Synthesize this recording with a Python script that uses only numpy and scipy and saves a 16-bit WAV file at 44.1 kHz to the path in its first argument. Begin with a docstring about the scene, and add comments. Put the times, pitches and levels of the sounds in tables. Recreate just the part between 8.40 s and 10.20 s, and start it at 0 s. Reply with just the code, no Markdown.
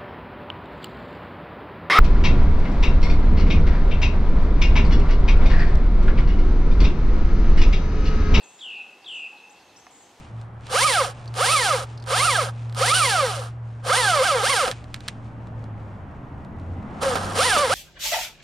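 """Outdoors, a quiet place below a stork's nest. A bird whistles falling, finely trilled notes that
ring on between buildings and trees. Small birds chirp thinly further off, a distant flock twitters,
and something clacks once. Under it lie a soft distant rush, fine hiss and a late breath of wind.
Calls are pitch-swept sines, the clack is damped modes, echoes are convolution with decaying noise."""
import sys
import numpy as np
from scipy import signal
from scipy.fft import rfft, irfft, next_fast_len
from scipy.io import wavfile

SR = 44100
rng = np.random.default_rng(int(sys.argv[2]) if len(sys.argv) > 2 else 0)


def persist_wave(psi):
    """Save psi, clipped to +-1, as 16-bit WAV."""
    counts = np.round(np.clip(psi, -1, 1) * 32767).astype(np.int16)
    wavfile.write(sys.argv[1], SR, np.atleast_2d(counts).T)


N = 79380

# main bird; first note heard only as echo: (start [s], length [s], level [dB], initial trill rate [Hz])
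WHISTLE_NOTES = [(-.43, .235, -36.5, 61.3), (.190, 0.24, -37.5, 60), (0.643, 0.24, -36.5, 61.2)]
# distant rush: (frequency [Hz], relative density [dB])
RUSH_SPECTRUM = [(15, -47), (25, -34.5), (291, -0.5), (540, -2.5), (663, -3.5), (728, 2), (831, 1.5),
                 (912, -1.5), (983, -1.5), (1190, -6.5), (1600, -7.5), (2000, -9.5), (2200, -9.5),
                 (2860, -76), (4840, -120)]
# fine hiss: (frequency [Hz], relative density [dB])
HISS_SPECTRUM = [(1500, -15), (2300, 1.5), (3200, 2.5), (4500, -2.5), (6500, -5), (8000, -9), (9500, -12.5),
                 (12000, -17), (15500, -24)]
# stereo width of rush and hiss: (frequency [Hz], side minus mid [dB])
BACKGROUND_WIDTH = [(30, -28), (300, -42.5), (750, -35), (1500, -9.5), (2800, -9), (5000, -8), (7500, -4),
                    (10000, -10), (15000, -24)]
# small birds: (start [s], length [s], first [Hz], middle [Hz], last [Hz], level [dB], buzz depth [Hz])
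CHIRP_NOTES = [(0.025, 0.024, 8350, 7250, 6000, -53.5, 150), (0.041, 0.079, 6640, 6400, 6270, -61, 300),
               (0.042, 0.11, 7750, 7650, 7560, -58.5, 536), (0.143, 0.084, 7290, 7060, 7260, -57, 129),
               (0.216, 0.051, 7400, 7460, 7350, -57, 332), (.674, 0.022, 7470, 7250, 6740, -56, 59.7),
               (0.685, 0.12, 8380, 7780, 7350, -59.5, 90), (0.701, 0.072, 7350, 7350, 5700, -57, 170),
               (1.360, 0.021, 5250, 5600, 5600, -54, 445), (1.504, .140, 7420, 7520, 7450, -57, 610)]
# far birds: (start [s], length [s], first [Hz], last [Hz], source level [dB])
FAR_BIRD_NOTES = [(.23, .41, 1500, 1425, -66.5), (.365, 0.046, 838, 795, -57.5),
                  (0.749, 0.14, 4900, 4780, -69.5), (.92, 0.053, 835, 820, -55),
                  (1.002, 0.097, 6430, 6350, -72), (1.07, 0.087, 829.6, 821.6, -57.5),
                  (1.212, .10, 6340, 6340, -69.5), (1.395, 0.075, 6340, 6290, -63),
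                  (1.619, 0.068, 6300, 6280, -64)]
# closer bird: (start [s], length [s], level [dB])
TSIP_NOTES = [(1.095, .042, -57.5), (1.361, .044, -57)]
# wind envelope: (time [s], level [dB])
WIND_LEVEL = [(0, -81), (1.05, -84), (1.17, -67.5), (1.45, -67), (1.8, -65.5)]
# wind rumble: (frequency [Hz], relative density [dB])
WIND_SPECTRUM = [(25, -28), (60, -3.5), (110, -1.5), (220, -1.5), (500, -8), (1200, -22), (3000, -54)]
# stereo width of wind: (frequency [Hz], side minus mid [dB])
WIND_WIDTH = [(100, -44), (600, -4)]
# clack resonances: (frequency [Hz], relative level [dB], T60 [s])
KNOCK_MODES = [(710, -2, 0.038), (850, -0.5, 0.017), (1184, 2.5, 0.018), (1780, -4.5, 0.019),
               (2090, -5, 0.022), (2560, -12, 0.026), (5500, -3, 0.0085), (6900, -17, .005)]

LEAD_S = 1  # lead-in for notes before time 0
NEAR_T60_S = 0.1  # close roofs and walls


def from_db(db):
    """Decibels to gain."""
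    return 10 ** (np.asarray(db) / 20)


def unit_rms(x):
    """Scale to rms 1."""
    return x / np.sqrt(np.mean(x ** 2) + 1e-20)


def at_hz(points, hz):
    """Interpolate over log frequency."""
    knots_hz, values = np.transpose(points)
    return np.interp(np.log(np.maximum(hz, 1)), np.log(knots_hz), values)


def drift(count, rate_hz):
    """Random wander, spread about 1."""
    return np.interp(np.arange(count) / SR * rate_hz, np.arange(1024), rng.standard_normal(1024))


def gate(t, length_s, attack_s, release_s):
    """Smooth attack, hold, release."""
    ramp = np.minimum(t / attack_s, (length_s - t) / release_s)
    return np.sin(np.pi / 2 * np.clip(ramp, 0, 1))


def tone(hz):
    """Sine on a pitch curve, rms 1."""
    return np.sqrt(2) * np.sin(2 * np.pi * np.cumsum(hz) / SR)


def track(notes):
    """Sum (start [s], samples) notes on a track that begins LEAD_S early."""
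    out = np.zeros(N + 2 * LEAD_S * SR)
    for start_s, note in notes:
        i = int((start_s + LEAD_S) * SR)
        out[i:i + len(note)] += note
    return out[:N + LEAD_S * SR]


def scatter(x, t60_s, coherence=1.0):
    """Dense, decaying outdoor reflections; coherence 1 is mono."""
    t = np.arange(SR) / SR
    mid, side = rng.standard_normal((2, SR)) * from_db(-60 * t / t60_s) * np.minimum(t / 0.0073, 1)
    response = np.sqrt(1 + coherence) * mid + np.sqrt(1 - coherence) * side * [[1], [-1]]
    return signal.fftconvolve(x[None], unit_rms(response) / np.sqrt(SR), axes=1)[:, :len(x)]


def place(x, pan_db, lag_ms):
    """Left channel louder by pan_db, later by lag_ms; drops the lead-in."""
    count, sides = x.shape[1], np.array([[.5], [-.5]])
    size = next_fast_len(count + 64)
    delay = np.exp(-2j * np.pi * np.fft.rfftfreq(size, 1 / SR) * sides * lag_ms / 1000)
    delayed = irfft(rfft(x, size) * delay, size)
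    return from_db(pan_db * sides) * delayed[:, count - N:count]


def noise(spectrum, width):
    """Steady shaped stereo noise, rms 1."""
    hz = np.fft.rfftfreq(N, 1 / SR)
    mid, side = rfft(rng.standard_normal((2, N))) * from_db(at_hz(spectrum, hz))
    side_gain = from_db(at_hz(width, hz))
    stereo = (mid + side_gain * side * [[1], [-1]]) / np.hypot(1, side_gain)
    return unit_rms(irfft(stereo, N))


def whistle(length_s, db, trill_rate_hz):
    """Scoops up, then sinks and swells under a quickening, narrowing trill."""
    top_hz, end_hz, fall_s = 4073, 2601, .055
    scoop_hz, scoop_s = 1501, .00503
    trill_depth_hz, narrow_s, rise_hz_per_s = 266.4, .3, 68.7
    swell_db, swell_s = 13, .02
    throat_hz, loss_db_per_khz = 3540, 25  # weaker above the throat's range
    t = np.arange(int(length_s * SR)) / SR
    cycles = np.maximum(trill_rate_hz * t + rise_hz_per_s * t * t / 2, 1)
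    trill_hz = trill_depth_hz * np.exp(-t / narrow_s) * np.cos(2 * np.pi * cycles)
    glide_hz = end_hz + (top_hz - end_hz) * np.exp(-t / fall_s) - scoop_hz * np.exp(-t / scoop_s)
    hz = glide_hz + trill_hz + 12 * drift(len(t), 304)
    loss_db = loss_db_per_khz * np.maximum(hz - throat_hz, 0) / 1000
    gain = from_db(db - loss_db - swell_db * np.exp(-t / swell_s))
    return gain * gate(t, length_s, attack_s=.002, release_s=.012) * tone(hz)


def whistler():
    """Main bird with wall and yard echoes; far echoes keep only each note's held end."""
    direct = track([(start_s, whistle(*row)) for start_s, *row in WHISTLE_NOTES])
    walls = from_db(-11.5) * scatter(direct, NEAR_T60_S)
    yard = from_db(-9) * scatter(direct, t60_s=.7)
    held_band = signal.butter(3, [2517, 2721], "band", fs=SR, output="sos")
    far = from_db(-6.5) * scatter(signal.sosfilt(held_band, direct), t60_s=1.39)
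    return place(direct + walls + yard + far, pan_db=.8, lag_ms=.011)


def background():
    """Steady distant rush and fine hiss."""
    rush = from_db(-56) * noise(RUSH_SPECTRUM, BACKGROUND_WIDTH)
    hiss = from_db(-60) * noise(HISS_SPECTRUM, BACKGROUND_WIDTH)
    return rush + hiss


def flock(count=28, from_s=-.1, span_s=1.391, low_hz=3193, high_hz=4920):
    """Distant twitter: random falling chirps, heard only as echoes."""
    notes = []
    for when, pitch, strength in rng.random((count, 3)):
        hz = low_hz * (high_hz / low_hz) ** pitch
        note = chirp(.043, 1.1 * hz, hz, .88 * hz, db=-66.5 + 6 * strength, buzz_depth_hz=282)
        notes.append((from_s + when * span_s, note))
    return scatter(track(notes), t60_s=.23, coherence=.8)[:, -N:]


def chirp(length_s, first_hz, middle_hz, last_hz, db, buzz_depth_hz):
    """Thin parabolic glide with an uneven pitch buzz."""
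    t = np.arange(int(length_s * SR)) / SR
    parabola = np.polyfit([0, .5, 1], [first_hz, middle_hz, last_hz], 2)
    buzz_rate_hz = 85 * (1 + .28 * drift(len(t), 99.9))
    buzz = np.sin(2 * np.pi * np.cumsum(buzz_rate_hz) / SR) + .36 * drift(len(t), 405.3)
    hz = np.polyval(parabola, t / length_s) + buzz_depth_hz * buzz
    return from_db(db) * gate(t, length_s, attack_s=.0069, release_s=.0069) * tone(hz)


def small_birds():
    """High chirps and tsips with echoes, slightly off centre."""
    chirps = track([(start_s, chirp(*row)) for start_s, *row in CHIRP_NOTES])
    tsips = track([(start_s, tsip(*row)) for start_s, *row in TSIP_NOTES])
    echoes = scatter(from_db(-2.5) * chirps + from_db(-6) * tsips, t60_s=.72, coherence=.42)
    return place(chirps + tsips + echoes, pan_db=1, lag_ms=.048)


def far_note(length_s, first_hz, last_hz, db):
    """Soft straight note, slightly wavering."""
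    t = np.arange(int(length_s * SR)) / SR
    hz = np.linspace(first_hz, last_hz, len(t)) * (1 + .016 * drift(len(t), 249))
    return from_db(db) * gate(t, length_s, attack_s=.0099, release_s=.0099) * tone(hz)


def far_birds():
    """Distant notes blurred by echoes."""
    notes = track([(start_s, far_note(*row)) for start_s, *row in FAR_BIRD_NOTES])
    echoes = from_db(-4.5) * scatter(notes, t60_s=.63)
    return (from_db(-1) * notes + echoes)[:, -N:]


def tsip(length_s, db, foot_hz=4840, peak_hz=7810, end_hz=6060):
    """Quick pitch arch: raspy rise, partial fall."""
    t = np.arange(int(length_s * SR)) / SR
    from_peak = 2 * t / length_s - 1
    drop_hz = peak_hz - np.where(from_peak < 0, foot_hz, end_hz)
    arch_hz = peak_hz - drop_hz * np.abs(from_peak) ** 1.9
    rasp_hz = (120 + 900 * np.exp(-t / .012)) * drift(len(t), 2160)
    return from_db(db) * gate(t, length_s, attack_s=.0016, release_s=.0065) * tone(arch_hz + rasp_hz)


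def wind():
    """Breath of wind on the microphone: a light rumble, rising late."""
    level_db = np.interp(np.arange(N) / SR, *np.transpose(WIND_LEVEL))
    return from_db(level_db) * noise(WIND_SPECTRUM, WIND_WIDTH)


def clack(start_s=1.4672, gain_db=-40.5, rebound_s=.0028, rebound_db=-12, highpass_hz=483):
    """Dry knock, as of a bill or stick: damped modes, one rebound."""
    t = np.arange(SR // 8) / SR
    ring = sum((-1) ** k * from_db(db - 60 * t / t60_s) * np.sin(2 * np.pi * hz * t)
               for k, (hz, db, t60_s) in enumerate(KNOCK_MODES))
    hits = track([(start_s, ring), (start_s + rebound_s, from_db(rebound_db) * ring)])
    highpass = signal.butter(2, highpass_hz, "high", fs=SR, output="sos")
    direct = from_db(gain_db) * signal.sosfilt(highpass, hits)
    walls = from_db(-16) * scatter(direct, NEAR_T60_S, coherence=.96)
    return place(direct + walls, pan_db=0, lag_ms=.046)


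def scene():
    """Stereo sum of all sources."""
    return whistler() + background() + flock() + small_birds() + far_birds() + wind() + clack()


def record(dry):
    """Steep low-pass at 15.6 kHz."""
    return signal.sosfilt(signal.ellip(12, .1, 80, 15600, fs=SR, output="sos"), dry)


dry = scene()
out = record(dry)
persist_wave(out)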